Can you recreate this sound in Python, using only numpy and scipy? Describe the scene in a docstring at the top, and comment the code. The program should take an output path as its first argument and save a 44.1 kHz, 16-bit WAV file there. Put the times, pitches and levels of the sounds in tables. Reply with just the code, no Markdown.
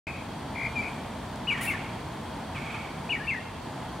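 """Birds call among trees, over steady distant traffic and thin bands of insects.
A near bird opens with buzzy trills, its pitch flicking up and down, and a slurred whistle.
A twig ticks; the bird sings two arched notes as a far bird chatters and a short high hiss sounds.
A distant vehicle swells and fades, the far bird chatters again, and two more arched notes close.
Trunks and leaves scatter both birds' calls into echoes and a diffuse tail."""
import sys
import numpy as np
from scipy import signal
from scipy.fft import rfft, irfft
from scipy.io import wavfile
from scipy.ndimage import uniform_filter1d

SR = 44100
rng = np.random.default_rng(int(sys.argv[2]) if len(sys.argv) > 2 else 0)


def store_pcm(level_fs):
    """Save levels as 16-bit WAV."""
    pcm = np.round(np.clip(level_fs, -1, 1) * 32767).astype(np.int16)
    wavfile.write(sys.argv[1], SR, np.atleast_2d(pcm).T)


N = 176400
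TIME = np.arange(N) / SR

# Contour of every arched note (position [0-1], pitch [Hz], relative level [dB])
ARCH_CONTOUR = [(0, 2238, -9), (.1, 2875, -4.5), (.2, 2947, -0.5), (0.321, 2845, -0.5), (0.452, 2378, 0.5),
                (.58, 2198, -4), (.72, 2370, -3.5), (.81, 1967, -10.5), (.88, 1780, -11), (1, 2010, -2.5)]
# Arched notes; a warp over 1 delays the crest
# (start [s], length [s], pitch [ratio], level [dB], warp [exponent])
ARCHED_NOTES = [(1.469, .092, 1.005, -24, 0.96), (1.67, .089, .94, -25.5, 0.81),
                (3.09, .083, .99, -24.5, 1.1), (3.266, .090, 0.93, -26, 1.18)]
def arched_notes():
    """The near bird's warble: each note climbs to a crest and wavers down."""
    out = np.zeros(N)
    position, contour_hz, contour_db = np.array(ARCH_CONTOUR).T
    for start, length, ratio, db, warp in ARCHED_NOTES:
        u = progress(length) ** warp
        hz = ratio * uniform_filter1d(np.interp(u, position, contour_hz), size=260)
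        envelope = undb(db + np.interp(u, position, contour_db)) * signal.windows.tukey(len(u), .1)
        add(out, start, syrinx(hz, brighten(u, overtones_db=(-35, -34.5, -48))) * envelope)
    return out


OVERTONES_DB = (-26.5, -32, -46, -41)  # harmonics 2 to 5 of slurs and trills
# Slurs (start [s], length [s], first pitch [Hz], middle pitch [Hz], last pitch [Hz], level [dB])
SLURRED_NOTES = [(0.753, .064, 2500, 2350, 2340, -28.5), (1.582, 0.045, 1740, 1890, 2200, -35),
                 (1.640, 0.031, 2040, 1840, 2030, -35.5), (3.194, 0.037, 1744, 1676, 1910, -35.5),
                 (3.226, 0.047, 1990, 1800, 1810, -41.5), (3.349, 0.046, 2010, 1916, 1770, -35.5)]
def slurred_notes():
    """The near bird's plain whistles, each one smooth pitch bend."""
    out = np.zeros(N)
    for start, length, first, middle, last, db in SLURRED_NOTES:
        u = progress(length)
        whistle = syrinx(glide(u, first, middle, last), brighten(u, OVERTONES_DB))
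        add(out, start, whistle * undb(db) * fade(u, length))
    return out


# Buzzy trills (start [s], length [s], pitch [Hz], end level [dB], swell [dB])
TRILL_NOTES = [(0.02, 0.096, 2408, -36.5, -6), (.12, 0.11, 2430, -47, -4), (.546, 0.13, 2273, -26.5, 11.5),
               (0.809, 0.082, 2384, -33.5, 3.5)]
def trills(flicks_per_s=54.7, swing_hz=422, unevenness=.22, dip_accent_db=2.5):
    """The near bird's buzz: a chain of tiny pitch arches, louder at each dip."""
    out = np.zeros(N)
    for start, length, hz, db, swell_db in TRILL_NOTES:
        u = progress(length)
        flick = abs(np.sin(np.pi * flicks_per_s * u * length)) - 2 / np.pi  # centred on zero
        swing = swing_hz * flick * (1 + unevenness * drift(33)[:len(u)])
        envelope = undb(db + swell_db * (u - 1) - dip_accent_db * flick) * fade(u, length)
        add(out, start, syrinx(hz + swing, (0, *OVERTONES_DB)) * envelope)
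    return out


def syrinx(hz, partials_db, jitter=.004, flutter_db=1):
    """A bird's voice: a few harmonics whose pitch and level tremble a little."""
    phase = 2 * np.pi * np.cumsum(hz * (1 + jitter * drift(110)[:len(hz)])) / SR
    tone = sum(undb(db) * np.sin(k * phase) for k, db in enumerate(partials_db, 1))
    return tone * undb(flutter_db * drift(84)[:len(hz)])


def brighten(u, overtones_db, swell_db=9):
    """Harmonic levels over a note; the overtones bloom past its middle."""
    return [0] + [db + swell_db * (np.sin(np.pi * u ** 2) - .5) for db in overtones_db]


# The far bird's notes (start [s], length [s], level [dB])
CHATTER_NOTES = [(1.508, 0.032, -34), (1.567, 0.027, -34), (1.611, 0.0248, -37.5), (1.651, 0.0236, -34),
                 (1.705, 0.0344, -35.5), (1.776, 0.028, -50), (1.820, 0.026, -50), (2.545, 0.047, -37.5),
                 (2.610, 0.029, -41), (2.654, 0.036, -39.5), (2.694, 0.035, -39.5), (2.738, 0.0263, -36),
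                 (2.785, 0.035, -47), (2.836, 0.026, -46)]
# EQ of its rasp (frequency [Hz], gain [dB])
RASP_EQ = [(600, -14), (1150, 3), (1500, 3), (2300, -2.5), (3100, -1), (4200, -16), (8000, -19.5),
           (16000, -39)]
def far_chatter(fall_hz=(1385, 1155.4, 1082), rasp_db=-6):
    """Quick runs of falling notes, strongest at the octave; a noisy rasp rides their envelope."""
    voice, effort = np.zeros(N), np.zeros(N)
    for start, length, db in CHATTER_NOTES:
        u = progress(length)
        envelope = undb(db) * fade(u, length)
        add(voice, start, syrinx(glide(u, *fall_hz), partials_db=(-8, 0)) * envelope)
        add(effort, start, envelope)
    return voice + effort * undb(rasp_db) * noise(RASP_EQ)


def woods(x, tail_db, tail_t60_s=1, trunks_db=-8.5, trunks_decay_s=.023):
    """Early reflections off nearby trunks and a diffuse tail from the foliage."""
    t = TIME[:SR]
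    def echoes(envelope):
        mid, side = rng.standard_normal((2, SR)) * envelope * (t > .004)  # pre-delay
        response = np.array([mid + .4 * side, mid - .24 * side])
        return signal.fftconvolve(x[None], unit(response) / np.sqrt(SR), axes=1)[:, :N]
    taps = np.zeros(SR)
    taps[rng.integers(SR // 200, SR // 16, size=24)] = 1  # one tap a trunk
    trunks = echoes(taps * np.exp(-t / trunks_decay_s))
    foliage = echoes(undb(-60 * t / tail_t60_s))
    return undb(trunks_db) * trunks + undb(tail_db) * foliage


# Envelope of the hiss (time [s], relative level [dB])
HISS_ENVELOPE = [(1.600, -66), (1.613, -40), (1.65, -38.5), (1.68, -43.5), (1.72, -50.5), (1.76, -66),
                 (1.85, -80)]
# Its mid and side EQ (frequency [Hz], gain [dB])
HISS_MID_EQ = [(3000, -3), (5800, -12.5), (7200, -6.5), (8200, -8), (9000, 0), (10000, 2.5), (12000, -6.5),
               (13500, -10), (15500, -7)]
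HISS_SIDE_EQ = [(3000, -23), (6000, -14.5), (8000, -11), (9000, -3), (10000, -4), (12000, -10), (13500, -5),
                (15500, -1)]
def hiss():
    """A short, wide burst of high noise, roughened by a fast level flutter."""
    wide = noise(HISS_MID_EQ) + undb(.5) * side_noise(HISS_SIDE_EQ)
    envelope_db = np.interp(TIME, *np.array(HISS_ENVELOPE).T, left=-120, right=-120) - 1.5
    return wide * undb(envelope_db + 1.3 * drift(150))


# EQ of the tick (frequency [Hz], gain [dB])
TICK_EQ = [(2000, -18), (5000, 5), (9000, 0), (15000, -14)]
def twig_tick(at_s=1.359, level_db=-41, decay_s=.0008):
    """A twig gives one tiny, bright spike of noise."""
    return noise(TICK_EQ) * undb(level_db) * np.exp(-abs(TIME - at_s) / decay_s)


# EQ of the vehicle's rumble (frequency [Hz], gain [dB])
VEHICLE_EQ = [(45, -27), (60, -7), (70, -6), (82, 5), (100, -10.5), (200, -4), (240, -8.5), (400, -12.5),
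              (2000, -54)]
def vehicle(peak_s=2.1, peak_db=-46, half_width_s=1.03):
    """A distant vehicle's low rumble swells and fades."""
    return noise(VEHICLE_EQ) * undb(peak_db) / np.hypot(1, (TIME - peak_s) / half_width_s)


# Mid and side EQ of the traffic and air bed (frequency [Hz], gain [dB])
TRAFFIC_MID_EQ = [(15, -52), (25, -56), (43, -7.5), (114, -1), (161, -2), (190, -4.5), (223, -1),
                  (256, -3.5), (285, -4.5), (326, -9), (363, -10), (575, -13), (624, -8.5), (795, -8.5),
                  (886, -6), (1260, -15.5), (1700, -17.5), (2680, -24.5), (3240, -22.5), (5130, -32.5),
                  (7100, -36.5), (8820, -36), (16000, -51.5)]
TRAFFIC_SIDE_EQ = [(15, -40), (25, -16), (76, -9), (149, -9.5), (293, -9), (353, -12), (451, -9),
                   (516, 0.5), (624, 1), (795, -4.5), (987, -9), (1070, -10.5), (2280, -19.5),
                   (14000, -25.5), (16000, -20)]
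def traffic(mid_db=-37, waver_db=.7, side_db=-49, hum_hz=121.3, hum_db=-56.5):
    """Distant traffic blends into a bed of dark noise with a wavering hum."""
    mid = noise(TRAFFIC_MID_EQ) * undb(mid_db + waver_db * drift(1.65))
    side = side_noise(TRAFFIC_SIDE_EQ) * undb(side_db)
    hum = undb(hum_db) * drift(8.9) * np.sin(2 * np.pi * hum_hz * TIME)
    return mid + side + hum


# Insect bands (centre [Hz], width [Hz], level [dB])
INSECT_BANDS = [(3264, 80, -57), (4480, 350, -58), (6600, 450, -68.5), (8600, 220, -64.5),
                (10000, 280, -74)]
def insects():
    """Distant insects: narrow bands of noise, different in each ear, shimmering slightly."""
    out = np.zeros((2, N))
    for hz, width, db in INSECT_BANDS:
        band = np.array([drift(width), drift(width)]) * np.sin(2 * np.pi * hz * TIME)
        out += band * undb(db + drift(4.5))
    return out


def undb(db):
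    """Decibels to gain."""
    return 10 ** (np.asarray(db) / 20)


def unit(x):
    """Scale to rms 1."""
    return x / np.sqrt(np.mean(x ** 2))


def pan(x, db):
    """Pan by level difference; positive is left."""
    return x * undb(np.array([[db], [-db]]) / 2)


def noise(eq):
    """Noise at rms 1 through an EQ curve, rolled off below its first point."""
    hz, db = np.array(eq).T
    f = np.maximum(np.fft.rfftfreq(N, 1 / SR), 1)
    gain = undb(np.interp(np.log(f), np.log(hz), db)) * np.minimum(f / hz[0], 1)
    return unit(irfft(rfft(rng.standard_normal(N)) * gain, N))


def side_noise(eq):
    """Noise in opposite polarity left and right, for width."""
    return noise(eq) * np.array([[1], [-1]])


def drift(rate):
    """Smooth random modulation at rms 1, changing about rate times a second."""
    f = np.fft.rfftfreq(N, 1 / SR)
    return unit(irfft(rfft(rng.standard_normal(N)) * np.exp(-(f / rate) ** 2) * (f > 0), N))


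def add(out, start, x):
    """Mix x into out at start seconds."""
    i = max(int(start * SR), 0)
    out[i:i + len(x)] += x[:N - i]


def progress(length):
    """Position u in a note, from 0 to 1."""
    return np.linspace(0, 1, int(length * SR))


def glide(u, first, middle, last):
    """A smooth bend through three pitches."""
    return np.polyval(np.polyfit([0, .5, 1], [first, middle, last], 2), u)


def fade(u, length, ramp_s=.012):
    """A note's envelope, with equal attack and release."""
    edge_s = np.minimum(u, 1 - u) * length
    return np.sin(np.pi / 2 * np.clip(edge_s / ramp_s, 0, 1))


def scene():
    """The near bird sits left and fairly dry, the far bird right and wet, over the bed."""
    near = arched_notes() + slurred_notes() + trills()
    far = far_chatter()
    birds = pan(near, 4.5) + woods(near, tail_db=-10.5) + pan(far + woods(far, tail_db=1), -2)
    return birds + pan(hiss(), 5) + twig_tick() + traffic() + insects() + vehicle()


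def record(dry, start_s=.0688, top_hz=15800):
    """The sound opens after a moment of silence; a steep low-pass cuts the top."""
    gate = np.clip((TIME - start_s) / .001, 0, 1)
    return signal.sosfilt(signal.ellip(10, .2, 80, top_hz, fs=SR, output="sos"), dry * gate)


dry = scene()
out = record(dry)
store_pcm(out)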